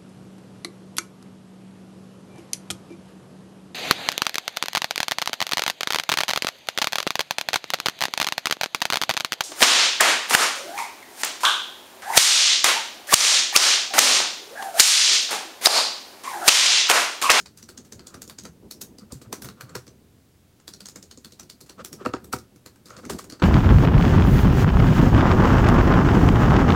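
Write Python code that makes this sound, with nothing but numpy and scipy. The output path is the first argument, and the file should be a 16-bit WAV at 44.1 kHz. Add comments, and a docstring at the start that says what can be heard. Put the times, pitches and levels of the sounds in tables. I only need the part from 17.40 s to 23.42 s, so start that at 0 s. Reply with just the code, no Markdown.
"""In a small quiet room, quick runs of typing on a laptop, with a pause and a few hard strokes.
Each click is a short noise burst filtered by the resonances of its cap, then reflections and a diffuse tail.
Keys meeting their stops excite decaying case modes, most strongly in the hard strokes; soft bumps swing low.
Loose caps rattle and fingers scuff as unevenly modulated noise; moving hands rumble under still room air."""
import sys
import numpy as np
from scipy import signal
from scipy.fft import rfft, irfft, next_fast_len
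from scipy.io import wavfile

SR = 44100
rng = np.random.default_rng(int(sys.argv[2]) if len(sys.argv) > 2 else 0)


def generate_wav(signal):
    """Clip the signal to [-1, 1] and save it as 16-bit WAV at the path in sys.argv[1]."""
    frames = np.transpose(np.atleast_2d(signal))
    scaled = np.clip(frames, -1, 1) * 32767
    pcm = np.round(scaled).astype(np.int16)
    wavfile.write(sys.argv[1], SR, pcm)


N = 265461   # samples in the scene
LENGTH = 12288   # samples in one impact
AGE = np.arange(LENGTH) / SR   # s since the impact began

# key clicks, levels relative:
# start_s, level_db, hollow_knock_db, top_end_db, cap_ring_hz, deck_thud_db, contact_decay_s
KEY_CLICKS = [(0.0004, -28.5, -20.5, -24, 6780, -48.5, 0.0013), (0.0588, -30.5, -14, -26, 4430, -56, 0.003),
              (0.174, -33, -26, -20.5, 6100, -60, 0.0016), (0.2272, -30.5, -26, -25, 5800, -57, 0.0015),
              (0.2887, -32, -13, -17, 4500, -37, 0.0025), (0.3757, -26.5, -22, -27, 6570, -42.5, 0.0026),
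              (0.5229, -26, -20.5, -24, 6670, -42, 0.0018), (0.5935, -34.5, -9.5, -28, 4400, -50, 0.0023),
              (0.6695, -25.5, -29, -23.5, 6820, -41.5, 0.0022), (0.7421, -32, -6, -19, 5830, -42, 0.0041),
              (0.819, -24.5, -19, -18, 6800, -32, 0.0012), (0.877, -33, -36, -18, 6900, -46, 0.0018),
              (0.8973, -29, -9, -15.5, 4600, -56, 0.0018), (0.9858, -23.5, -21.5, -28, 6530, -45, 0.0018),
              (1.036, -35, -30, -18, 6300, -51, 0.0012), (1.0519, -28, -7, -23, 6330, -45, 0.0025),
              (1.311, -22.5, -23, -16.5, 5470, -33, 0.00088),
              (1.4136, -20.5, -21, -13.5, 6470, -45, 0.0047), (1.585, -32, -29, -24, 4580, -44, 0.00092),
              (1.7217, -26, -36, -18.5, 7520, -38, 0.0016), (1.8152, -38.5, -11, -25, 8000, -44, 0.002),
              (1.9274, -20.5, -8.5, -16, 5880, -32, 0.0018), (2.021, -27.5, -12.5, -10, 5500, -44, 0.0029),
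              (2.045, -29, -5.5, -11, 6400, -51, 0.0024), (2.0869, -30, -7.5, -19, 3900, -42, 0.0018),
              (2.2093, -29.5, -5, -13.5, 4330, -57, 0.0012), (2.2935, -38, -8, -25, 7600, -51, 0.0027),
              (2.3526, -22.5, -6, -18, 5500, -34, 0.0018), (2.4672, -41.5, -10, -17, 5740, -48, 0.0023),
              (2.4775, -36.5, -13, -31, 6040, -48, 0.0024), (3.1996, -46, -10, -24, 6840, -61, 0.0018),
              (3.2788, -24, -18, -19, 4750, -47, 0.001), (3.3364, -28, -26, -24, 4160, -51.5, 0.0018),
              (3.4055, -30, -15.5, -20, 4550, -57, 0.0013), (3.457, -24, -19, -26, 6350, -59, 0.0014),
              (3.4861, -27, -20, -20.5, 6730, -55, 0.0012), (3.5588, -27.5, -12.5, -22, 7270, -46, 0.0016),
              (3.6268, -31, -24, -23, 6750, -53, 0.0016), (3.7115, -30.5, -16.5, -25, 4350, -63, 0.002),
              (3.7743, -33.5, -32, -29, 6750, -45, 0.0015), (3.8467, -28.5, -15.5, -19, 4260, -58, 0.002),
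              (3.922, -33, -26, -23, 4140, -50.5, 0.0014), (3.9966, -27.5, -13, -20.5, 5900, -56, 0.0021),
              (4.0307, -40, -24, -18, 4430, -72, 0.0018), (4.0982, -27, -21.5, -21, 4500, -66, 0.0024),
              (4.2107, -32, -37, -15.5, 4210, -49, 0.0013), (4.2949, -29.5, -12, -22, 4280, -47, 0.0029),
              (4.4476, -23.5, -15.5, -12, 5550, -46.5, 0.001), (4.5284, -25.5, -19, -17, 5560, -45, 0.0016),
              (4.6506, -32, 1, -25, 4140, -28, 0.0024), (4.6592, -27, -2, -22, 4330, -22, 0.0018),
              (4.7363, -27.5, 1.5, -31, 4640, -26, 0.0015), (4.8435, -36.5, -14, -10, 7830, -44, 0.0018),
              (4.9275, -22, -8, -12, 5620, -27, 0.0016), (4.986, -34.5, -18, -18, 5450, -42.5, 0.0021),
              (5.1595, -46.5, -13, -13, 6150, -51, 0.0025), (5.2609, -31, -9, -16, 4190, -45, 0.0011),
              (5.3588, -47.5, -3.5, -16, 7910, -65, 0.0018), (5.457, -35.5, -30, -20, 3900, -49.5, 0.0021),
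              (5.5033, -36, -13, -43, 6640, -46, 0.0018), (5.5668, -33, -14, -39, 4480, -42, 0.0011),
              (5.6516, -29.5, -10.5, -23, 6100, -44, 0.0022), (5.6971, -23, -4.5, -22, 7530, -35, 0.0023),
              (5.7878, -31, -8, -27, 7300, -44, 0.0029), (5.842, -34.5, -11, -19, 6900, -55, 0.0015),
              (5.899, -28.5, -16.5, -21, 4510, -48, 0.0014), (5.9227, -27.5, -23, -28, 4550, -51, 0.0018),
              (5.9973, -37.5, -0.5, -40, 4440, -46, 0.0033)]
# hard strokes that shake the case, levels relative:
# start_s, level_db, bass_db, deck_knock_db, strongest_mode_hz, deck_pitch_hz
HARD_STROKES = [(1.723, -26.5, -11, -20.5, 241, 1010), (1.9274, -20, -30, -10, 380, 1070),
                (2.353, -20.5, -15, -10, 415, 990), (4.608, -26.5, -26, -41, 417, 1380),
                (4.653, -19.5, -28, -7.5, 485, 1170), (4.6612, -11.5, -24, -4, 260, 1266),
                (4.737, -13, -21, -3.5, 264, 1266), (4.9346, -15.5, -12, 0.5, 250, 1305),
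                (5.506, -37.5, -6, 3.5, 490, 1290), (5.699, -23, -12, -4.5, 386, 1020),
                (5.793, -33.5, -26, 3.5, 394, 1160), (5.923, -29, -9, -15, 250, 1320)]
# relative spectrum of a key contact: frequency_hz, level_db
CLICK_SPECTRUM = [(150, -41), (450, -4), (800, -7), (1400, -1.5), (2100, -7), (3100, -8.5), (4400, -2.5),
                  (5000, -3.5), (6500, -3), (8000, -4.5), (10000, -8.5), (12000, -12.5), (14000, -11),
                  (16000, -17)]


def from_db(db):
    """Amplitude ratio: 20 dB is a factor of ten."""
    return 10 ** (np.asarray(db) / 20)


def unit(x):
    """Normalisation: the sum of squares, the signal energy, becomes one."""
    return x / np.sqrt(np.sum(x ** 2) + 1e-20)


def at_hz(points, hz):
    """Spectral interpolation: levels in dB run straight between points on a log-frequency axis."""
    point_hz, point_db = np.transpose(points)
    return np.interp(np.log(hz + 1), np.log(point_hz), point_db)


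def colour(x, db_at):
    """Minimum-phase filtering: folding the cepstrum makes a causal filter of gain db_at(Hz)."""
    size = 2 * next_fast_len(len(x) // 2 + 2048)
    bin_hz = np.arange(size // 2 + 1) * SR / size
    cepstrum = irfft(np.log(from_db(db_at(bin_hz))))
    cepstrum[1:size // 2] *= 2
    cepstrum[size // 2 + 1:] = 0
    response = np.exp(rfft(cepstrum))
    return irfft(rfft(x, size) * response)[:len(x)]


def noise(spectrum):
    """Stationary noise: filtered white noise of the given spectral shape, rms one."""
    white = rng.standard_normal(N)
    return unit(colour(white, lambda hz: at_hz(spectrum, hz))) * np.sqrt(N)


def burst(decay_s, rise_s, uneven=0):
    """Impact noise: a swarm of tiny impacts swells and decays, a few standing out if uneven; energy one."""
    impacts = rng.standard_normal(LENGTH)
    impacts *= np.abs(impacts) ** max(uneven, 0)
    swell = 1 - np.exp(-AGE / rise_s)
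    return unit(impacts * np.exp(-AGE / max(decay_s, 1e-4)) * swell)


def resonate(x, hz, width_hz):
    """Damped resonance: a pole pair sets pitch and bandwidth, with gain one at the peak."""
    radius = np.exp(-np.pi * width_hz / SR)
    zeros = np.array([1, 0, -1]) * (1 - radius * radius) / 2
    poles = [1, -2 * radius * np.cos(2 * np.pi * hz / SR), radius * radius]
    return signal.lfilter(zeros, poles, x)


def add(track, s, sound):
    """Superposition: pressures add from time s, cut at the ends of the track."""
    at = round(s * SR)
    sound, at = sound[max(-at, 0):], max(at, 0)
    part = sound[:max(len(track) - at, 0)]
    track[at:at + len(part)] += part


def room_tail(t60, rise_s):
    """Diffuse reverberation: freshly drawn noise falls by 60 dB in t60 seconds."""
    return burst(t60 / np.log(1000), rise_s)


def grit(per_s, size_db):
    """Contact roughness: random strengths, per_s a second, joined into an uneven gain of rms one."""
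    t = np.arange(N) / SR
    sizes = from_db(size_db * rng.standard_normal(LENGTH * 2))
    return unit(np.interp(t * per_s, np.arange(len(sizes)), sizes)) * np.sqrt(N)


def still_air(level_db=-57.5):
    """Background noise: the still air of the room is a steady random pressure."""
    # relative spectrum of the room air: frequency_hz, level_db
    air_spectrum = [(25, -19), (55, -14), (75, -2), (115, -5), (170, -8), (280, -10), (400, -16),
                    (550, -21), (900, -25.5), (2000, -29.5), (4000, -30.5), (9000, -33.5), (14800, -35),
                    (16000, -35.5)]
    return from_db(level_db) * noise(air_spectrum)


def hands(level_db=0.0, rest_db=-55.0, fade=0.69, most_db=-47.5, push_db=-14.0, push_s=0.017):
    """Structure-borne excitation: moving hands shake laptop and desk in lumps; each click adds a push."""
    # effort of hands working on the deck, before fading and ceiling: time_s, effort_db
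    work = [(0.0, -59), (0.69, -53), (0.89, -54.5), (1.41, -54.5), (1.94, -47.5), (2.21, -53), (2.55, -56),
            (2.88, -63), (3.13, -59.5), (3.49, -54.5), (3.75, -68), (4.22, -59), (4.83, -44), (5.0, -54.5),
            (5.26, -59.5), (5.52, -56), (5.7, -37), (6.02, -54)]
    # relative spectrum of the rumble: frequency_hz, level_db
    rumble_spectrum = [(20, -45), (35, -23.5), (68, -2), (100, -6.5), (125, -6), (160, -1.5), (205, 2.5),
                       (280, -3), (390, -4.5), (490, -10), (700, -19.5), (1000, -25), (1400, -37.5),
                       (2200, -47)]
    s, db = np.transpose(work)
    effort_db = np.interp(np.arange(N) / SR, s, db)
    # below rest_db the rumble falls faster than the effort
    fade_db = fade * np.minimum(effort_db - rest_db, 0)
    level = from_db(np.minimum(level_db + effort_db + fade_db, most_db))
    pushes = np.zeros(N)
    for key_s, key_db, *_ in KEY_CLICKS:
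        push = AGE / push_s * np.exp(-AGE / push_s)
        add(pushes, key_s, from_db(min(key_db, -30) + push_db) * push)
    # independent contributions add in power
    return np.hypot(level, pushes) * noise(rumble_spectrum) * grit(per_s=24, size_db=5.0)


def keycap(x, ring_hz, count=7, spread=0.56, width_hz=110):
    """Modal resonance: cap and scissor clip have a few narrow modes, different from click to click."""
    pitches = np.clip(ring_hz * np.exp(spread * rng.standard_normal(count)), 1500, 15000)
    return unit(sum(resonate(x, hz, width_hz) for hz in pitches))


def early_reflections(snap, count=6, first_db=-11.5, first_s=.003, span_s=.035, fade_db=11.0):
    """Early reflections: sparse, ever weaker copies of the snap return from nearby surfaces."""
    out = np.zeros(LENGTH)
    for share in (np.arange(count) + rng.random(count)) / count:
        reflection_db = first_db - fade_db * share
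        add(out, first_s + share * span_s, from_db(reflection_db) * rng.choice([-1, 1]) * snap)
    return out


def clicks(level_db=14.5, lead_s=0.01, lead_db=-5.5, lead_swell_s=0.0027,
           echo_s=.0105, echo_db=-7.5, echo_ring_db=-11.5, room_db=-0.5, room_t60=0.18,
           ring_db=-11.5, ring_t60=0.16, ring_width_hz=450, cap_db=-7.5, clip_db=-5.0,
           knock_ref_db=-16.5, top_ref_db=-21.0):
    """Impulsive excitation: the dome snaps, the cap rings, a near surface echoes and the room answers."""
    out = np.zeros(N)
    for s, db, knock_db, top_db, ring_hz, _, contact_s in KEY_CLICKS:
        contact = burst(contact_s, rise_s=0.00098, uneven=0.45)
        cap_ring = from_db(cap_db) * unit(resonate(contact, ring_hz, 460))
        snap = contact + cap_ring + from_db(clip_db) * keycap(contact, ring_hz)
        snap = snap + early_reflections(snap)

        echo = burst(0.0011, rise_s=0.002)
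        echo_ring = unit(resonate(echo, ring_hz, 220))
        echo = from_db(echo_db) * echo + from_db(echo_ring_db) * echo_ring
        add(snap, echo_s + rng.normal(0, 0.00075), echo)

        snap += from_db(room_db) * room_tail(room_t60, rise_s=0.0011)
        ringing_tail = resonate(room_tail(ring_t60, rise_s=0.028), ring_hz, ring_width_hz)
        snap += from_db(ring_db) * unit(ringing_tail)

        # the cap scrapes in its guide around the moment the dome gives way
        scrape = rng.standard_normal(LENGTH) * np.exp(-np.abs(AGE - lead_s) / lead_swell_s)
        stroke = from_db(lead_db) * unit(scrape)
        add(stroke, lead_s, snap)

        # the finger's pad gives a hollow knock, its nail a bright top (Hz, dB)
        touch = [(1500, knock_db - knock_ref_db), (4200, 0.0017), (7500, 0.0055),
                 (11500, top_db - top_ref_db)]
        sound = colour(stroke, lambda hz: at_hz(CLICK_SPECTRUM, hz) + at_hz(touch, hz))
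        add(out, s - lead_s, from_db(db + level_db) * sound)
    return out


def landings(above_thud_db=8.5, most_db=-37.5, bass_db=-14.5, knock_db=-18.5,
             body_hz=310, deck_hz=1222, spread=.15):
    """Soft impact: keys not struck hard meet their stops dully; rows as in HARD_STROKES."""
    # the spot, and with it the pitch, differs from key to key
    spots = np.exp(spread * rng.standard_normal((len(KEY_CLICKS), 2)))
    rows = []
    for (s, *_, thud_db, _), (body, deck) in zip(KEY_CLICKS, spots):
        # a click within 12 ms of a hard stroke belongs to it
        if all(abs(s - hard[0]) > .012 for hard in HARD_STROKES):
            level_db = min(thud_db + above_thud_db, most_db)
            rows.append((s, level_db, bass_db, knock_db, body_hz * body, deck_hz * deck))
    return rows


def thuds(level_db=-12.5, spread_db=2.5, detune=0.0094, swell_cycles=0.15, place_db=7.5,
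          clack_db=6.5, clack_s=0.0013, wall_s=0.028, wall_db=-14.0, room_db=-14.5, room_t60=0.23,
          bass_ref_db=-15.0, knock_ref_db=-6.0):
    """Modal superposition: a key at its stop rings all case modes, favouring those that swing there."""
    # case and desk modes, nominal pitch and relative level: pitch_hz, level_db, t60_s
    case_modes = [(73.8, -14, 0.24), (118.8, -9.5, 0.25), (188, -3, 0.07), (246, 0, 0.052), (294, 2, 0.045),
                  (353.7, -5, 0.11), (398.3, -4, 0.091), (495.6, -2.5, 0.074), (622, -6, 0.067),
                  (768, -7.5, 0.061), (959, -10.5, 0.082), (920, -7, 0.012), (1230, -31, 0.048),
                  (1460, -13, 0.024), (1830, -8, 0.025), (2225, -13.5, 0.04), (2690, -8, 0.011)]
    out = np.zeros(N)
    hz, mode_db, t60 = np.transpose(case_modes)[:, :, None]
    signs = (-1) ** np.arange(len(case_modes))[:, None]   # neighbouring modes swing against each other
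    for s, db, bass_db, knock_db, body_hz, deck_hz in HARD_STROKES + landings():
        # balance of the blow (Hz, dB)
        touch = [(130, bass_db - bass_ref_db), (240, 0.0082), (500, 0.0),
                 (1100, knock_db - knock_ref_db)]
        place = place_db * np.exp(-(np.log(hz / body_hz) / 0.16) ** 2)
        strength = from_db(mode_db + at_hz(touch, hz) + place + rng.normal(0, spread_db, hz.shape))
        # each mode's pitch varies slightly from thud to thud
        pitch = hz * (1 + rng.normal(0, detune, hz.shape))
        swell = 1 - np.exp(-AGE * hz / swell_cycles)   # low modes need longer to get going
        decay = np.exp(-np.log(1000) * AGE / t60)
        modes = signs * strength * swell * decay * np.sin(2 * np.pi * pitch * AGE)
        ring = np.sum(modes, axis=0)
        add(ring, wall_s, from_db(wall_db) * ring)   # a delayed reflection

        # the deck plate right under the key answers at once with a clack of a few cycles
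        clack_swell = AGE / clack_s * np.exp(1 - AGE / clack_s)
        clack = clack_swell * np.sin(2 * np.pi * deck_hz * AGE)
        ring += from_db(clack_db + knock_db - knock_ref_db) * clack
        tail = room_tail(room_t60, rise_s=0.00098)
        ring += from_db(room_db) * signal.fftconvolve(ring, tail)[:LENGTH]
        add(out, s, from_db(db + level_db) * ring)
    return out


def rattles(room_db=-12.5, room_decay_s=0.033):
    """Intermittent contact: a loose cap or wide key chatters in its guide under a decaying envelope."""
    # rattles, level at onset before the room's share: start_s, level_db, decay_s
    chatter = [(0.179, -54.5, 0.048), (0.296, -52, 0.02), (0.448, -54, 0.02), (1.725, -51.5, 0.035),
               (1.817, -50, 0.012), (1.9272, -29, 0.0029), (2.029, -51, 0.011), (2.055, -43, 0.009),
               (2.3536, -33, 0.0022), (3.909, -54, 0.0024), (4.206, -50.5, 0.01), (4.261, -58, 0.029),
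               (4.929, -28.5, 0.0089), (5.462, -53.5, 0.071), (5.571, -57, 0.056), (5.698, -33.5, 0.0082),
               (5.705, -41.5, 0.034), (5.786, -42.5, 0.026)]
    level = np.zeros(N)
    for s, db, decay_s in chatter:
        direct = np.exp(-AGE / decay_s)
        room = from_db(room_db) * np.exp(-AGE / room_decay_s)
        add(level, s, from_db(db) * (direct + room))
    return level * noise(CLICK_SPECTRUM) * grit(per_s=480, size_db=2.0)


def bumps(rise_s=0.0071, decay_s=0.016, level_db=3.0):
    """Damped oscillation: landing finger pads and wrists push the laptop through a few low swings."""
    # soft landings on the deck, levels relative: start_s, level_db, pitch_hz
    soft_landings = [(0.228, -41.5, 229), (0.383, -42, 261), (0.552, -38, 101), (0.775, -40.5, 266),
                     (1.026, -41, 208), (1.089, -39.5, 166), (1.619, -34, 208), (1.725, -36, 65.4),
                     (1.748, -32, 136), (1.867, -36, 114), (2.043, -33.5, 129), (2.11, -39, 120),
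                     (2.231, -33, 127), (2.314, -37.5, 166), (2.361, -30, 123), (3.42, -41, 197),
                     (3.576, -42.5, 195), (3.78, -45, 233), (4.683, -33, 112), (4.945, -28, 121),
                     (5.657, -37.5, 175)]
    out = np.zeros(N)
    for s, db, hz in soft_landings:
        envelope = (1 - np.exp(-AGE / rise_s)) * np.exp(-AGE / decay_s)
        swing = envelope * np.sin(2 * np.pi * hz * AGE)
        add(out, s, from_db(db + level_db) * swing)
    return out


def scuffs():
    """Stick-slip friction: skin catches and slides over the caps and the deck sounds hollow under it."""
    # finger strokes over the caps, Gaussian in time: middle_s, level_db, half_length_s
    strokes = [(0.36, -65, 0.09), (0.73, -58, 0.11), (1.624, -60, 0.03), (1.715, -49.5, 0.01),
               (1.86, -56.5, 0.018), (2.205, -56, 0.04), (2.31, -56, 0.075), (4.394, -46, 0.012),
               (4.41, -41, 0.014), (4.618, -45.5, 0.024), (4.694, -59, 0.0074), (5.542, -50.5, 0.055),
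               (5.593, -47, 0.011), (5.64, -47, 0.01), (5.945, -52.5, 0.031)]
    # relative spectrum of the friction: frequency_hz, level_db
    scuff_spectrum = [(200, -41), (500, 8.5), (850, -5), (1300, 8.5), (1550, -1), (2000, -9), (4500, -15.5),
                      (8000, -19.5), (16000, -66)]
    t = np.arange(N) / SR
    pressure = sum(from_db(db) * np.exp(-((t - s) / half_s) ** 2) for s, db, half_s in strokes)
    return pressure * noise(scuff_spectrum) * grit(per_s=490, size_db=-0.5)


def scene():
    """Linear superposition: typing sounds over the still air of the room, in one channel."""
    background = still_air() + hands()
    keys = clicks() + thuds() + rattles()
    touches = bumps() + scuffs()
    return (background + keys + touches)[None]


def record(dry):
    """Band limiting: a steep elliptic low-pass removes the top above 15.9 kHz."""
    low_pass = signal.ellip(10, .1, 70, 15900, fs=SR, output="sos")   # order, ripple dB, stop dB, Hz
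    return signal.sosfilt(low_pass, dry)


dry = scene()
out = record(dry)
generate_wav(out)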